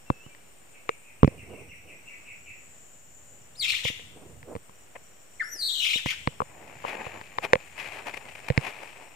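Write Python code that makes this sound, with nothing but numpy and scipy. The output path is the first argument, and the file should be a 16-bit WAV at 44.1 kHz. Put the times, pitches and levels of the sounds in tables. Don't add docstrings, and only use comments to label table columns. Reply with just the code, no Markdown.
import sys
import numpy as np
from scipy import signal
from scipy.fft import rfft, irfft, next_fast_len
from scipy.io import wavfile
from scipy.ndimage import map_coordinates

SR = 44100
rng = np.random.default_rng(int(sys.argv[2]) if len(sys.argv) > 2 else 0)


def master(y):
    cut = np.clip(np.atleast_2d(y).T, -1, 1)
    pcm = np.round(cut * 32767)
    wavfile.write(sys.argv[1], SR, pcm.astype(np.int16))


N = 403515


def amp(db):
    return 10 ** (np.asarray(db) / 20)


def unit(x):
    return x / np.sqrt(np.mean(x ** 2) + 1e-20)


def along(points, hz):
    f, v = np.transpose(points)
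    return np.interp(np.log(hz + 1), np.log(f + 1), v)


def curves(rows):
    s, *cols = np.transpose(rows)
    return [np.interp(np.arange(N) / SR, s, c) for c in cols]


def note_curves(rows):
    first, last = round(rows[0][0] * SR), round(rows[-1][0] * SR)
    hz, db = (curve[first:last] for curve in curves(rows))
    return first, last, hz, db


def wobble(rate, size=N):
    knots = rng.standard_normal(size // 20 + 4)
    return map_coordinates(knots, [np.arange(size) * min(rate / SR, 1 / 20)])


def filtered(x, response):
    m = next_fast_len(N + SR // 2)
    return irfft(rfft(x, m) * response(np.fft.rfftfreq(m, 1 / SR)), m)[..., :N]


def pair(alike):
    a, b = rng.standard_normal((2, N))
    turn = np.arccos(np.clip(alike, 0, 1)) / 2
    shared, opposed = np.cos(turn) * a, np.sin(turn) * b
    return np.array([shared + opposed, shared - opposed])


def coloured(x, spectrum):
    return unit(filtered(x, lambda hz: amp(along(spectrum, hz))))


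def add(voice, s, sound):
    voice[round(s * SR):][:len(sound)] += sound


def strokes(rows):
    rise_share = .45
    out = np.zeros(N + SR)
    t = np.arange(-SR // 4, SR // 2) / SR
    for s, db, width in rows:
        spread = width * np.where(t < 0, rise_share, 1 - rise_share)
        add(out, s - 1 / 4, amp(db) * np.exp(-.5 * (t / spread) ** 2))
    return out[:N]


def ports(x, share):
    # f/Hz, level/dB
    port_tilt = [(60, -3), (180, 2), (550, -2), (1650, 12), (4970, 7.5), (15000, 20.5)]
    return filtered(x, lambda hz: amp(share * np.outer([.5, -.5], along(port_tilt, hz))))


def trees(x):
    # f/Hz, t60/s
    decay = [(1000, 0.49), (3000, 0.66), (12000, 0.63)]
    out, step = np.zeros((2, N + 2 * SR)), SR // 4
    for start in range(0, N, step):
        dry_part = x[start:start + step]
        if np.any(dry_part):
            hz, t, z = signal.stft(rng.standard_normal((2, SR * 3 // 4)), SR, nperseg=256)
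            fading = z * amp(-60 * t / along(decay, hz)[:, None])
            tail = signal.istft(fading, SR, nperseg=256)[1]
            wet = signal.fftconvolve(dry_part[None], tail / np.linalg.norm(tail[0]), axes=1)
            out[:, start:start + wet.shape[1]] += wet
    return out[:, :N]


def foliage(x, t60):
    t = np.arange(SR // 10) / SR
    sparse = rng.standard_normal((2, len(t))) * (rng.random((2, len(t))) < .03)
    copies = sparse * amp(-60 * t / t60)
    copies = copies / np.linalg.norm(copies, axis=1, keepdims=True)
    return signal.fftconvolve(x[None], copies, axes=1)[:, :N]


def syrinx(hz, depth, overtone_db, size):
    # multiple of the pitch, level/dB relative to overtone_db
    overtones = [(.5, -14.5), (1.5, -1), (2, 1), (3, -6.5), (4, -5.5)]
    beat = 2 * np.pi * np.cumsum(92 * (1 + 0.3 * wobble(60, size=size))) / SR
    swing = np.tanh(.7 * np.sin(beat + .6 * np.cos(beat)) + .45 * wobble(300, size=size))
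    shake = 1.9 * swing + .25 * wobble(1300, size=size)
    phase = 2 * np.pi * np.cumsum(hz * (1 + depth * shake)) / SR
    harshness = np.clip(depth / 0.29, 0, 1)
    tone = np.sin(phase)
    for multiple, db in overtones:
        share = harshness if multiple % 1 else 1
        tone = tone + amp(overtone_db + db) * share * np.sin(multiple * phase)
    stutter = 22 * np.tanh(wobble(250, size=size)) - 5 * np.cos(beat)
    return np.sqrt(2) * tone * amp(depth * stutter)


def glide(db, first_hz, last_hz, length, depth, overtone_db, sharp):
    u = np.linspace(0, 1, round(length * SR))
    arch = np.abs(np.sin(np.pi * u)) ** sharp
    hz = first_hz + (last_hz - first_hz) * u
    return amp(db) * arch * syrinx(hz, depth, overtone_db, size=len(u))


def buzz(bands, rate_hz, depth, alike):
    out = 0
    for centre, width, db in bands:
        pulse = 2 * np.pi * np.cumsum(rate_hz * (1 + 0.0278 * wobble(3.4))) / SR
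        throb = 1 + depth * np.sin(pulse)
        swell = amp(db + 2.9 * wobble(1.15) + 1.4 * wobble(18))
        noise = pair(alike) * throb
        out = out + swell * filtered(noise, lambda f: 1 / (1 + (2 * (f - centre) / width) ** 2))
    return unit(out)


def forest():
    # t/s, high level/dB, low level/dB
    chorus = [(0.0, -60, -72), (6.12, -59, -70.5), (6.19, -58, -71), (9.15, -61, -69.5)]
    # f/Hz, width/Hz, relative level/dB
    high_bands = [(7130, 560, 4), (7703, 170, 5.5), (7600, 580, -30), (8586, 580, 0)]
    low_bands = [(5440, 220, -4), (5790, 170, -1.5)]
    # f/Hz, relative level/dB
    hiss = [(5470, -33), (9300, -23), (9820, -13), (11200, 3), (12200, -1), (13500, 1.5), (14900, 1),
            (15600, -1.5)]
    # f/Hz, relative level/dB
    air = [(18, -12), (30, 0.5), (262, -5), (360, -5), (400, -4), (599, -3.5), (1060, -10), (2880, -9.5),
           (3570, -18), (4800, -21.5), (6240, -20), (10600, -120)]
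    high_db, low_db = curves(chorus)
    insects = amp(high_db) * buzz(high_bands, rate_hz=141, depth=0.061, alike=0.41)
    insects = insects + amp(low_db) * buzz(low_bands, rate_hz=100, depth=0.23, alike=0.27)
    insects = insects + amp(-69.5) * coloured(pair(0.53), hiss)
    murmur = amp(-57.5 + wobble(3.64)) * coloured(pair(0.094), air)
    return ports(insects, share=0.55) + murmur


def whistler():
    # t/s, f/Hz, level/dB
    notes = [
        [(.062, 2730, -63), (.075, 2720, -62), (.16, 2587, -63.5), (.22, 2664, -59), (.262, 3020, -61.5),
         (.275, 3040, -75)],
        [(.288, 2400, -70), (.3, 2384, -61), (.335, 2320, -61), (.35, 2310, -70)],
    ]
    voice = np.zeros(N)
    for rows in notes:
        first, last, hz, db = note_curves(rows)
        voice[first:last] += np.sqrt(2) * amp(db) * np.sin(2 * np.pi * np.cumsum(hz) / SR)
    return voice + amp(2) * trees(voice)


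def far_birds():
    # t/s, level/dB, length/s
    rasps = [(.738, -56, 0.036), (0.877, -57, .052), (1.031, -61, .1), (1.195, -58, 0.11),
             (1.372, -53.5, .065), (1.493, -57.5, 0.16), (1.688, -51.5, 0.065), (1.87, -53, .077),
             (2.058, -51, 0.089), (2.25, -51.5, 0.09), (2.454, -51.5, 0.085)]
    voice = np.zeros(N)
    for s, db, length in rasps:
        rasp = glide(db, first_hz=2636, last_hz=2148, length=length, depth=0.0758, overtone_db=-55, sharp=0.52)
        add(voice, s, rasp)
    return voice + amp(6.0) * trees(voice)


def grip():
    # t/s, level/dB
    shifting = [(0.0, -65), (0.51, -72), (1.12, -69), (1.38, -47.5), (2.11, -64.5), (3.0, -67), (4.38, -52),
                (4.64, -66.5), (5.83, -70), (6.24, -56), (6.45, -59), (8.66, -62.5), (9.15, -69.5)]
    # t/s, level/dB, width/s
    rubs = [(1.33, -51.5, 0.058), (1.54, -48, 0.15), (1.91, -54.5, 0.086), (3.36, -61, .048),
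            (4.19, -54, 0.077), (4.27, -58.5, 0.15), (4.505, -38, 0.052), (5.555, -51, 0.018),
            (6.61, -52.5, .026)]
    # f/Hz, relative level/dB
    rumble = [(25, -38), (50, -5), (85, 0.5), (160, -6.5), (300, -17.5), (600, -49)]
    rubbed = [(150, -15), (280, -1.5), (480, 4.5), (900, -9.5), (1400, -20.5), (3000, -45)]
    lumps = pair(.8) * amp(3 * wobble(60))
    shifts = amp(curves(shifting)[0]) * coloured(lumps, rumble)
    rubbing = strokes(rubs) * coloured(lumps, rubbed)
    return (shifts + rubbing) * amp([[-1.5], [1.5]])


def brushing():
    # t/s, level/dB, treble boost/dB
    brush = [(6.3, -58.5, -28), (6.65, -56.5, 7.5), (7.05, -42.5, 1.5), (7.25, -54, 9), (7.85, -51.5, 7),
             (8.87, -47.5, 8.5), (9.15, -56, 5)]
    # t/s, level/dB, width/s
    scuffs = [(4.961, -39, 0.01), (6.89, -34, 0.047), (6.938, -45, 0.028), (7.005, -47.5, 0.028),
              (7.442, -32.5, 0.023), (7.8, -42.5, 0.045), (7.848, -39, 0.071), (7.959, -42, 0.054),
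              (8.077, -37.5, 0.024), (8.144, -37.5, 0.0091), (8.172, -39.5, 0.0083), (8.291, -47, 0.01),
              (8.355, -39.5, 0.0059), (8.487, -30, 0.0038), (8.632, -46, 0.061), (8.675, -39, 0.043)]
    # f/Hz, relative level/dB
    brushed = [(120, -12), (220, -8), (480, -3), (650, -0.5), (880, -0.5), (1400, -11), (1900, -6),
               (2500, -2.5), (3000, -13.5), (3500, -21.5), (5700, -30), (7500, -35.5), (13600, -43.5),
               (15500, -65)]
    db, bright_db = curves(brush)
    fade_in = np.clip((np.arange(N) / SR - brush[0][0]) / 0.018, 0, 1)
    stroke = amp(db) * fade_in + strokes(scuffs)
    crackle = 1 + 3 * (rng.random(N) < .004)
    grains = coloured(pair(.6) * crackle * amp(2.8 * wobble(250) + wobble(35)), brushed)
    body = filtered(grains, lambda hz: 1 / (1 + (hz / 1400) ** 4))
    treble = filtered(grains, lambda hz: 1 / (1 + (3300 / (hz + 1)) ** 4))
    crunch = amp(3.8 * wobble(12)) - 1
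    friction = grains + crunch * body + (amp(bright_db) - 1) * treble
    return ports(stroke * friction, share=0.95)


def taps():
    # t/s, thump level/dB, thump tip/dB, knock level/dB, knock tip/dB, snap level/dB
    hits = [(0.1017, -21, -1, -28, -5, -35.5), (0.2637, -45, 2.5, -59, -3, -60),
            (0.349, -72, 3, -67, -6, -49.5), (.8918, -52, 1, -27.5, -2.5, -25.5),
            (1.2312, -11, -2, -16.5, 1, -33), (1.2452, -13, 0, -29.5, 1.5, -33),
            (1.2766, -25, -5, -34, 4.5, -35), (3.851, -34, 6.5, -37.5, 2, -58),
            (3.901, -41, 1, -50, 3, -55), (3.9948, -56, 2, -55, 3.5, -47), (4.4294, -52, 9, -59, 0, -47.5),
            (4.5524, -37, 1, -40, 3.5, -46), (4.5628, -36, 2.5, -46, 0, -46.5),
            (4.6948, -62, -5, -56, -4, -56), (5.9581, -48, -6.5, -50.5, 5.5, -60),
            (6.0596, -27.5, 0, -36, -3, -31.5), (6.2739, -23, 1.5, -28.5, -2.5, -25.5),
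            (6.4034, -46, -8.5, -29, -4, -44), (6.4184, -37.5, -1.5, -32, -3, -42),
            (6.841, -57, 2, -38, 0, -59), (6.8494, -52, -5, -32, -3, -50),
            (7.0664, -42.5, 6.5, -39.5, 1, -58), (7.213, -58.5, -10, -55.5, -12, -39),
            (7.385, -47, 6, -31, -6.5, -26.5), (7.5331, -42, -10, -17.5, 3, -11.5),
            (7.555, -40.5, -8, -29.5, 1, -27), (8.502, -22, 10, -33, 7, -28.5),
            (8.5768, -17, 6.5, -31, -0.5, -18.5)]
    # f/Hz, t60/s, left level/dB, right level/dB
    case_modes = [(137, 0.044, -17.5, -6.5), (236, 0.011, 3.5, 6.5), (480, 0.031, -4, 2.5),
                  (1058, 0.0087, 10, -2), (1933, 0.0028, 16, 13.5)]
    mode_scatter_db, detune_db = 1.1, 0.51
    out, t = np.zeros((2, N + SR)), np.arange(SR // 8) / SR
    late = np.maximum(t - np.array([[0], [.00042]]), 0)
    soft = 1 - np.exp(-late / 0.00065)
    dull = signal.butter(2, [1900, 4300], "bandpass", fs=SR)
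    for s, thump_db, thump_tip_db, knock_db, knock_tip_db, snap_db in hits:
        thump_levels = thump_db + thump_tip_db, thump_db - thump_tip_db
        knock_levels = knock_db + knock_tip_db, knock_db - knock_tip_db
        levels = *thump_levels, *knock_levels, snap_db
        ring = 0
        for (hz, t60, left_db, right_db), db in zip(case_modes, levels):
            port_db = np.array([[left_db], [right_db]])
            decay = amp(db + mode_scatter_db * rng.normal() + port_db - 60 * late / t60)
            ring = ring + decay * np.sin(2 * np.pi * hz * amp(rng.normal(0, detune_db)) * late)
        crack_db = snap_db - 1 + np.array([[12], [6]]) - 60 * t / 0.007
        crack = amp(crack_db) * rng.standard_normal((2, len(t)))
        out[:, round(s * SR):][:, :len(t)] += amp(13) * soft * ring + signal.lfilter(*dull, crack)
    return out[:, :N]


def near_bird():
    # t/s, f/Hz, level/dB
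    notes = [
        [(3.553, 3520, -53), (3.572, 5150, -55), (3.6, 4640, -28.5), (3.645, 3080, -26.5), (3.67, 2913, -31),
         (3.69, 3557, -26.5), (3.75, 2960, -29.5), (3.8, 3096, -41.5), (3.828, 3080, -48)],
        [(3.828, 2900, -50), (3.84, 2745, -29), (3.865, 2701, -28), (3.895, 2907, -32.5), (3.92, 2800, -55)],
        [(5.42, 4160, -59), (5.44, 5240, -48.5), (5.5, 5700, -48), (5.53, 5960, -32), (5.56, 5300, -45),
         (5.6, 4604, -34), (5.625, 4060, -26.5), (5.67, 4240, -26), (5.7, 3634, -28), (5.78, 3597, -30.5),
         (5.84, 3243, -25.5), (5.885, 3066, -27), (5.92, 3287, -29), (5.97, 2900, -27.5), (6.01, 2460, -47)],
        [(6.055, 2780, -42), (6.066, 2785, -32.5), (6.105, 2630, -30.5), (6.13, 2210, -39.5), (6.15, 1900, -47)],
    ]
    # t/s, level/dB, first f/Hz, last f/Hz, length/s
    low_notes = [(3.608, -43, 2300, 1820, 0.0465), (5.395, -24.5, 2165, 1382, 0.0356)]
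    # f/Hz, level/dB
    throat = [(1000, 6), (1700, -1), (2600, 4), (3900, -2), (5000, -2), (7000, -2), (9800, -8),
              (11500, -5.5), (13500, -6), (15000, -42)]
    clear_hz, harsh_hz, harsh_depth = 5206, 2957, .21
    voice = np.zeros(N)
    for rows in notes:
        first, last, hz, db = note_curves(rows)
        since_top = np.where(np.arange(last - first) < hz.argmax(), hz.max(), hz)
        lowest = np.minimum.accumulate(since_top)
        depth = harsh_depth * np.clip((clear_hz - lowest) / (clear_hz - harsh_hz), .35, 1) ** 2.2
        overtone_db = -12.5 + 0.42 * np.clip(-27 - db, -5, 15)
        voice[first:last] += amp(db) * syrinx(hz, depth, overtone_db, size=last - first)
    for s, *low_note in low_notes:
        add(voice, s, glide(*low_note, depth=0.042, overtone_db=-29, sharp=1.06))
    sounding = np.abs(voice) > 0
    voice = filtered(voice, lambda hz: amp(along(throat, hz))) * sounding
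    heard = amp(-5) * voice + amp(-3.5) * foliage(voice, t60=.04) + amp(-8) * trees(voice)
    return ports(heard, share=.65)


def scene():
    birds = whistler() + far_birds() + near_bird()
    handling = grip() + brushing() + taps()
    return forest() + birds + handling


def record(dry):
    bass_hz, offset, top_hz = 60, .002, 15600

    def microphone(hz):
        s = 1j * hz / bass_hz
        return s ** 2 / (1 + 1.4 * s + s ** 2)

    heard = filtered(dry, microphone)
    return filtered(np.clip(heard + offset, -1, 1), lambda hz: hz < top_hz)


dry = scene()
out = record(dry)
master(out)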